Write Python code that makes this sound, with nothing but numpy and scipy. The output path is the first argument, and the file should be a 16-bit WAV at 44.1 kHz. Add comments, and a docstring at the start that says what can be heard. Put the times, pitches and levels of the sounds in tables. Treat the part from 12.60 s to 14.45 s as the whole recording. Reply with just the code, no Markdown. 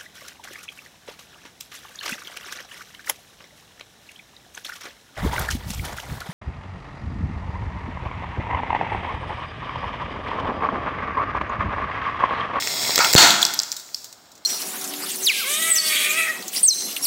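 """Sodium exploding on water

A lump of sodium burns on water in a glass bowl outdoors. It fizzes harder and harder, spits, flares,
and blows apart with a thump and a roar of burning spray. Scattered droplets pop and sizzle out
against the water and the glass. The close microphone overloads on the loudest cracks."""
import sys
import numpy as np
from scipy import signal
from scipy.fft import rfft, irfft
from scipy.io import wavfile
from scipy.ndimage import uniform_filter1d, minimum_filter1d

SR = 44100
rng = np.random.default_rng(int(sys.argv[2]) if len(sys.argv) > 2 else 0)


def dump(signal):
    """Clip the signal to [-1, 1] and save it as 16-bit WAV at the path in sys.argv[1]."""
    limited = np.clip(np.atleast_2d(signal).T, -1, 1)
    pcm = np.round(limited * 32767).astype(np.int16)
    wavfile.write(sys.argv[1], SR, pcm)


N = 81585
TIME = np.arange(N) / SR
BLAST_S = .5517

# spectrum of a spit or gas crack: f/Hz, level/dB
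CRACK_SPECTRUM = [(40, -66), (200, -12), (500, -9.5), (900, -10.5), (2200, 2.5), (2900, -3), (4500, 0),
                  (8000, -4), (10000, -29), (15000, -32)]


def undb(db):
    """Decibels to gain."""
    return 10 ** (np.asarray(db) / 20)


def unit(x):
    """Scale to rms 1."""
    return x / np.sqrt(np.mean(x ** 2))


def curve(rows):
    """A fader ride through rows of t/s, level/dB, held at both ends."""
    return undb(np.interp(TIME, *np.array(rows).T))


def colour(x, points):
    """Minimum-phase EQ through rows of f/Hz, level/dB; white noise keeps its power."""
    size = 4096
    hz, db = np.array(points, float).T
    bin_hz = np.arange(size // 2 + 1) * SR / size
    gain = unit(undb(np.interp(np.log(bin_hz + 1), np.log(hz), db)))
    cepstrum = irfft(np.log(gain))
    cepstrum[1:size // 2] *= 2
    cepstrum[size // 2 + 1:] = 0
    return signal.oaconvolve(x, irfft(np.exp(rfft(cepstrum))))[:N]


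def burst(start, attack, decay):
    """Straight rise, exponential fall; times in seconds."""
    age = TIME - start
    return np.clip(age / attack, 0, 1) * np.exp(-np.clip((age - attack) / decay, 0, 50))


def bursts(rows):
    """Power sum of bursts from rows of t/s, level/dB, attack/s, decay/s."""
    return np.sqrt(sum((undb(db) * burst(s, attack, decay)) ** 2 for s, db, attack, decay in rows))


def noise_bursts(rows, attack):
    """White noise in bursts from rows of t/s, level/dB, decay/s."""
    return rng.standard_normal(N) * bursts([(s, db, attack, decay) for s, db, decay in rows])


def echoes(x, delay, decay):
    """Dense reflections that die away."""
    tail = rng.standard_normal(N) * burst(delay, delay, decay)
    return signal.fftconvolve(x, tail / np.linalg.norm(tail))[:N]


def bubbling():
    """Thousands of tiny gas bubbles bursting over a jet of steam; rms 1."""
    bubbles_per_s, spread_db, steam_db = 5000, 2, -7
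    hit = rng.random(N) < bubbles_per_s / SR
    size = undb(spread_db * np.minimum(rng.exponential(size=N), 6)) * rng.choice([-1, 1], N)
    return unit(unit(hit * size) + undb(steam_db) * rng.standard_normal(N))


def bowl(x):
    """The bowl rings along with what happens inside it."""
    # resonances of the glass and the air in it: f/Hz, width/Hz, level/dB
    modes = [(700, 17, -5), (884, 44, 0), (1020, 16, -36), (1450, 35, -25), (1460, 46, -14),
             (2103, 113, -3.5), (3840, 41, -22), (4344, 210, 2)]
    return x + sum(undb(db) * signal.lfilter(*signal.iirpeak(hz, hz / width, fs=SR), x)
                   for hz, width, db in modes)


def air():
    """A quiet, steady bed of outdoor air."""
    # ambience spectrum: f/Hz, level/dB
    spectrum = [(25, -31), (45, -14), (95, -5.5), (300, -2.5), (440, -4.5), (720, -0.5), (1000, -4.5),
                (1600, -5), (2200, -22.5), (3200, -12.5), (8000, -29), (15500, -48)]
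    return undb(-55) * colour(rng.standard_normal(N), spectrum)


def fizz():
    """The molten lump skates on its own hydrogen, hissing and spitting."""
    # build-up to the blast: t/s, level/dB
    ride = [(0, -27), (.12, -26), (.18, -24.5), (.25, -22.5), (.28, -22), (.33, -23.5), (.36, -23.5),
            (.385, -24), (.47, -21), (.52, -22.5), (.55, -39), (.6, -56)]
    # hiss spectrum: f/Hz, level/dB
    spectrum = [(40, -62), (100, -8.5), (200, -5.5), (850, -2.5), (1700, -11.5), (2130, 3), (2500, -9.5),
                (3050, -9.5), (3350, 1), (3950, -1.5), (4120, 3.5), (4400, -1), (5500, 5.5), (5950, -17),
                (6400, -1), (7500, -2.5), (8600, -5), (9900, -20), (10800, -15), (12800, -11), (13800, -12),
                (15300, -7)]
    spits_per_s, spit_db, spread_db = 80, -12, 2.5
    spits = (rng.random(N) < spits_per_s / SR) * undb(spread_db * rng.standard_normal(N))
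    hiss = colour(bubbling(), spectrum)
    return (hiss + undb(spit_db) * colour(unit(spits), CRACK_SPECTRUM)) * curve(ride)


def cracks():
    """Pockets of hydrogen ignite with broad, dry cracks."""
    # ignitions: t/s, level/dB, decay/s
    hits = [(.0236, -7, 0.00033), (.0735, -6, 0.00049), (.197, -15, 0.00034), (.2525, -11, 0.00034),
            (0.3064, -5, .0005), (.3582, -3, 0.00048), (.3792, 0.5, 0.00062), (.3897, 2, 0.00054),
            (.4282, -6.5, 0.0011), (.4462, -4, .0008), (.5351, -1.5, 0.0013), (.5562, -10, 0.00014),
            (1.29, -24, 0.00024)]
    return colour(noise_bursts(hits, attack=.0001), CRACK_SPECTRUM)


def puffs():
    """Small clouds of hydrogen catch fire with a dull puff."""
    # soft ignitions: t/s, level/dB, decay/s
    hits = [(0.2875, -37, 0.0027), (0.2937, -13, 0.00066), (0.3779, -10, 0.00068), (0.3902, -8, 0.00068),
            (0.534, -24, 0.005), (0.5503, -5.5, 0.0034)]
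    # dark puff spectrum: f/Hz, level/dB
    spectrum = [(40, -10), (150, -8), (500, 5.5), (1100, -0.5), (1700, -13), (3000, -19), (15000, -44)]
    return colour(noise_bursts(hits, attack=.0004), spectrum)


def pops():
    """Each metal droplet bursts with a snap and a few cycles of a collapsing gas bubble."""
    # droplets: t/s, level/dB, f/Hz, swell/ms, snap against tone/dB
    droplets = [(.3582, 4, 4970, 0.19, -1), (0.3899, -0.5, 2270, 0.22, -10.5),
                (0.4461, -3, 3220, 0.22, -2.5), (.5298, 1, 5500, 0.1, -1), (.5351, 9, 5500, 0.18, -10.5),
                (0.5445, -5.5, 4650, 0.11, 6), (0.7058, 5, 4210, 0.27, -11.5),
                (.8281, 0.5, 3635, 0.73, -10.5), (.8516, 5, 5330, 0.23, -14), (.9906, -2, 5310, 0.47, -39),
                (.9919, -7.5, 6900, 0.44, -13.5), (.9997, -3, 4970, 0.26, -7.5),
                (1.0337, -15, 5430, 0.13, 1), (1.1178, -8.5, 5560, 0.21, -2.5),
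                (1.3298, -39, 5320, 0.39, -18), (1.3452, -11, 4960, 0.56, -6),
                (1.3468, -17.5, 5520, 1, -33)]
    # bright snap spectrum: f/Hz, level/dB
    spectrum = [(60, -49), (700, -26), (2300, -11), (3300, -9), (5000, -3), (7600, 12.5), (9800, -18.5),
                (12000, -3), (15300, 3.5)]
    sag = .071  # roughly the share of pitch lost per swell time
    tones, snaps = np.zeros(N), np.zeros(N)
    for s, db, hz, swell_ms, snap_db in droplets:
        swell = swell_ms / 1000
        age = np.clip((TIME - s) / swell, 0, 20)  # in swell times
        envelope = undb(db) * age ** 2 * np.exp(2 * (1 - age))
        bend = np.exp(sag * (1 - age / 2) / (1 + age / 10))
        tones += envelope * np.sin(2 * np.pi * hz * swell * age * bend)
        snaps += envelope * undb(snap_db)
    return tones + colour(snaps * rng.standard_normal(N), spectrum)


def pings():
    """The glass and the droplets on it give short, clear rings."""
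    # rings: t/s, level/dB, f/Hz, decay/s
    rings = [(.3582, -19.5, 3345, 0.015), (.3897, -21, 2180, 0.028), (.4462, -27, 3360, 0.018),
             (0.5618, -9.5, 4345, 0.03), (0.577, -6, 4500, 0.01), (1.166, -40.5, 3780, 0.029),
             (1.346, -37, 4290, 0.018), (1.3463, -40, 5380, 0.048)]
    return sum(undb(db) * burst(s, .00017, decay) * np.sin(2 * np.pi * hz * (TIME - s))
               for s, db, hz, decay in rings)


def flares():
    """Burning hydrogen flares up and rings the bowl."""
    # flames: t/s, level/dB, attack/s, decay/s
    flames = [(.378, -14.5, 0.0016, .003), (.391, -19.5, 0.0055, 0.033), (.402, -13, 0.0027, 0.024),
              (.432, -17, 0.013, 0.027)]
    # flame spectrum: f/Hz, level/dB
    spectrum = [(35, -68), (60, -30), (167, -56), (613, -12.5), (673, -12), (738, -9.5), (1230, -8),
                (1380, -2), (1700, -11.5), (2310, -9), (3120, -30), (4740, -10.5), (7540, -20.5),
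                (10200, -59), (15500, -50)]
    return unit(bowl(colour(bubbling(), spectrum))) * bursts(flames)


def jet():
    """A thin jet of escaping gas whistles briefly."""
    pitch_hz, width_hz = 9400, 340
    band = signal.iirpeak(pitch_hz, pitch_hz / width_hz, fs=SR)
    whistle = signal.lfilter(*band, signal.lfilter(*band, rng.standard_normal(N)))
    return undb(-34.5) * unit(whistle) * burst(start=.455, attack=.011, decay=.069)


def sparks():
    """Sparks give tiny, bright ticks."""
    # ticks: t/s, level/dB
    hits = [(.5352, -28), (0.5442, -8), (.5533, -7), (.7375, -18), (0.9365, -16), (0.938, -5), (0.9435, -3),
            (1.0192, -5.5), (1.186, -26), (1.3578, -16)]
    ticks = noise_bursts([(s, db, .0003) for s, db in hits], attack=.0001)
    return signal.sosfilt(signal.butter(2, 6500, "high", fs=SR, output="sos"), ticks)


def thump():
    """The pressure wave of the explosion: a cracking front and a quickly damped swing."""
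    # spectrum of the front: f/Hz, level/dB
    spectrum = [(100, -3), (700, 3), (2000, 2), (6500, -1), (9500, -10), (15000, -10)]
    swing_hz, lead_s, hold_s = 113, .0005, .0012
    swing = -np.cos(2 * np.pi * swing_hz * (TIME - BLAST_S)) * burst(BLAST_S, .00028, decay=.0028)
    front_age = TIME - BLAST_S + lead_s
    gate = (front_age > 0) & (front_age < hold_s)
    front = colour(rng.standard_normal(N) * gate, spectrum)
    return undb(4) * swing + undb(3) * front


def roar():
    """Burning spray surges out of the bowl and leaves a darker tail."""
    # surges: t/s, level/dB, attack/s, decay/s
    surges = [(.5602, -9, 0.002, 0.0093), (.579, 11, 0.00017, 0.0033), (.581, -8.5, .01, 0.12),
              (.615, -8.5, 0.011, 0.043)]
    # burning spray spectrum: f/Hz, level/dB
    spectrum = [(30, -54), (60, -26), (110, -22.5), (170, -9.5), (260, -9), (320, -4.5), (520, -13),
                (720, -4.5), (1000, -4.5), (1180, -6), (1400, 0.5), (1750, -5.5), (2150, -6), (2550, -9),
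                (3050, -5.5), (3500, -1.5), (4250, -3.5), (5100, -5.5), (7200, -4), (8300, -11.5),
                (9700, -22), (12000, -22.5), (15300, -16.5)]
    spray = unit(bowl(colour(bubbling(), spectrum))) * bursts(surges)
    lowpass = signal.butter(2, 2160, fs=SR, output="sos")
    tail = unit(signal.sosfilt(lowpass, bowl(colour(bubbling(), spectrum))))
    return spray + undb(-16.5) * tail * burst(BLAST_S, attack=.082, decay=.13)


def sizzles():
    """Scattered metal fizzes out, single droplets in short spurts of steam."""
    # spurts: t/s, level/dB, decay/s
    spurts = [(0.8158, -17, 0.016), (0.864, -16, .003), (.937, -16, 0.0023), (1.1203, -29, 0.0062),
              (1.1248, -18.5, 0.0015), (1.165, -25.5, 0.0064), (1.196, -32.5, 0.009), (1.357, -41.5, 0.059),
              (1.4428, -26.5, 0.0027), (1.449, -40, .015), (1.5257, -34, 0.0044), (1.716, -42.5, .008),
              (1.752, -43.5, .009), (1.777, -44.5, .005)]
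    # wet fizz, already faintly there before the blast: t/s, level/dB
    ride = [(.55, -37), (.6, -25), (.8, -55), (.9, -36), (1.02, -41), (1.15, -41), (1.3, -45.5),
            (1.45, -45.5), (1.58, -55), (1.85, -66)]
    # sizzle spectrum: f/Hz, level/dB
    spectrum = [(100, -31), (2000, -9), (3000, -8), (4200, 4.5), (5300, 3.5), (7500, 5), (9800, -8.5),
                (12000, -8.5), (15300, -2.5)]
    return colour(bubbling() * curve(ride) + noise_bursts(spurts, attack=.0012), spectrum)


def scene():
    """The reaction, reflected by the bowl and the yard, over quiet outdoor air."""
    bowl_db, yard_db, wall_db = -7, -12.5, -10
    bangs = (cracks() + sparks()) / 2 + pops()
    bangs += undb(bowl_db) * echoes(bangs, delay=.00068, decay=.0017)
    yard = undb(yard_db) * echoes(bangs, delay=.011, decay=.084)
    hiss = fizz() + flares() + jet() + roar() + sizzles()
    hiss += undb(wall_db) * echoes(hiss, delay=.00038, decay=.01)
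    hiss /= np.hypot(1, undb(wall_db))  # back to its dry power
    return (hiss + puffs() + thump() + bangs + pings() + yard + air())[None]


def record(dry):
    """A fast limiter ducks around the loudest peaks, the rest clips softly; the top is cut."""
    limit_db, clip_db, top_hz, window_samples = 7, -.6, 15700, 131
    gain = np.minimum(1, undb(limit_db) / (np.abs(dry) + 1e-9))
    limited = dry * uniform_filter1d(minimum_filter1d(gain, window_samples), window_samples)
    clipped = limited / (1 + (limited / undb(clip_db)) ** 6) ** (1 / 6)
    return signal.sosfilt(signal.ellip(10, .2, 70, top_hz, fs=SR, output="sos"), clipped)


dry = scene()
out = record(dry)
dump(out)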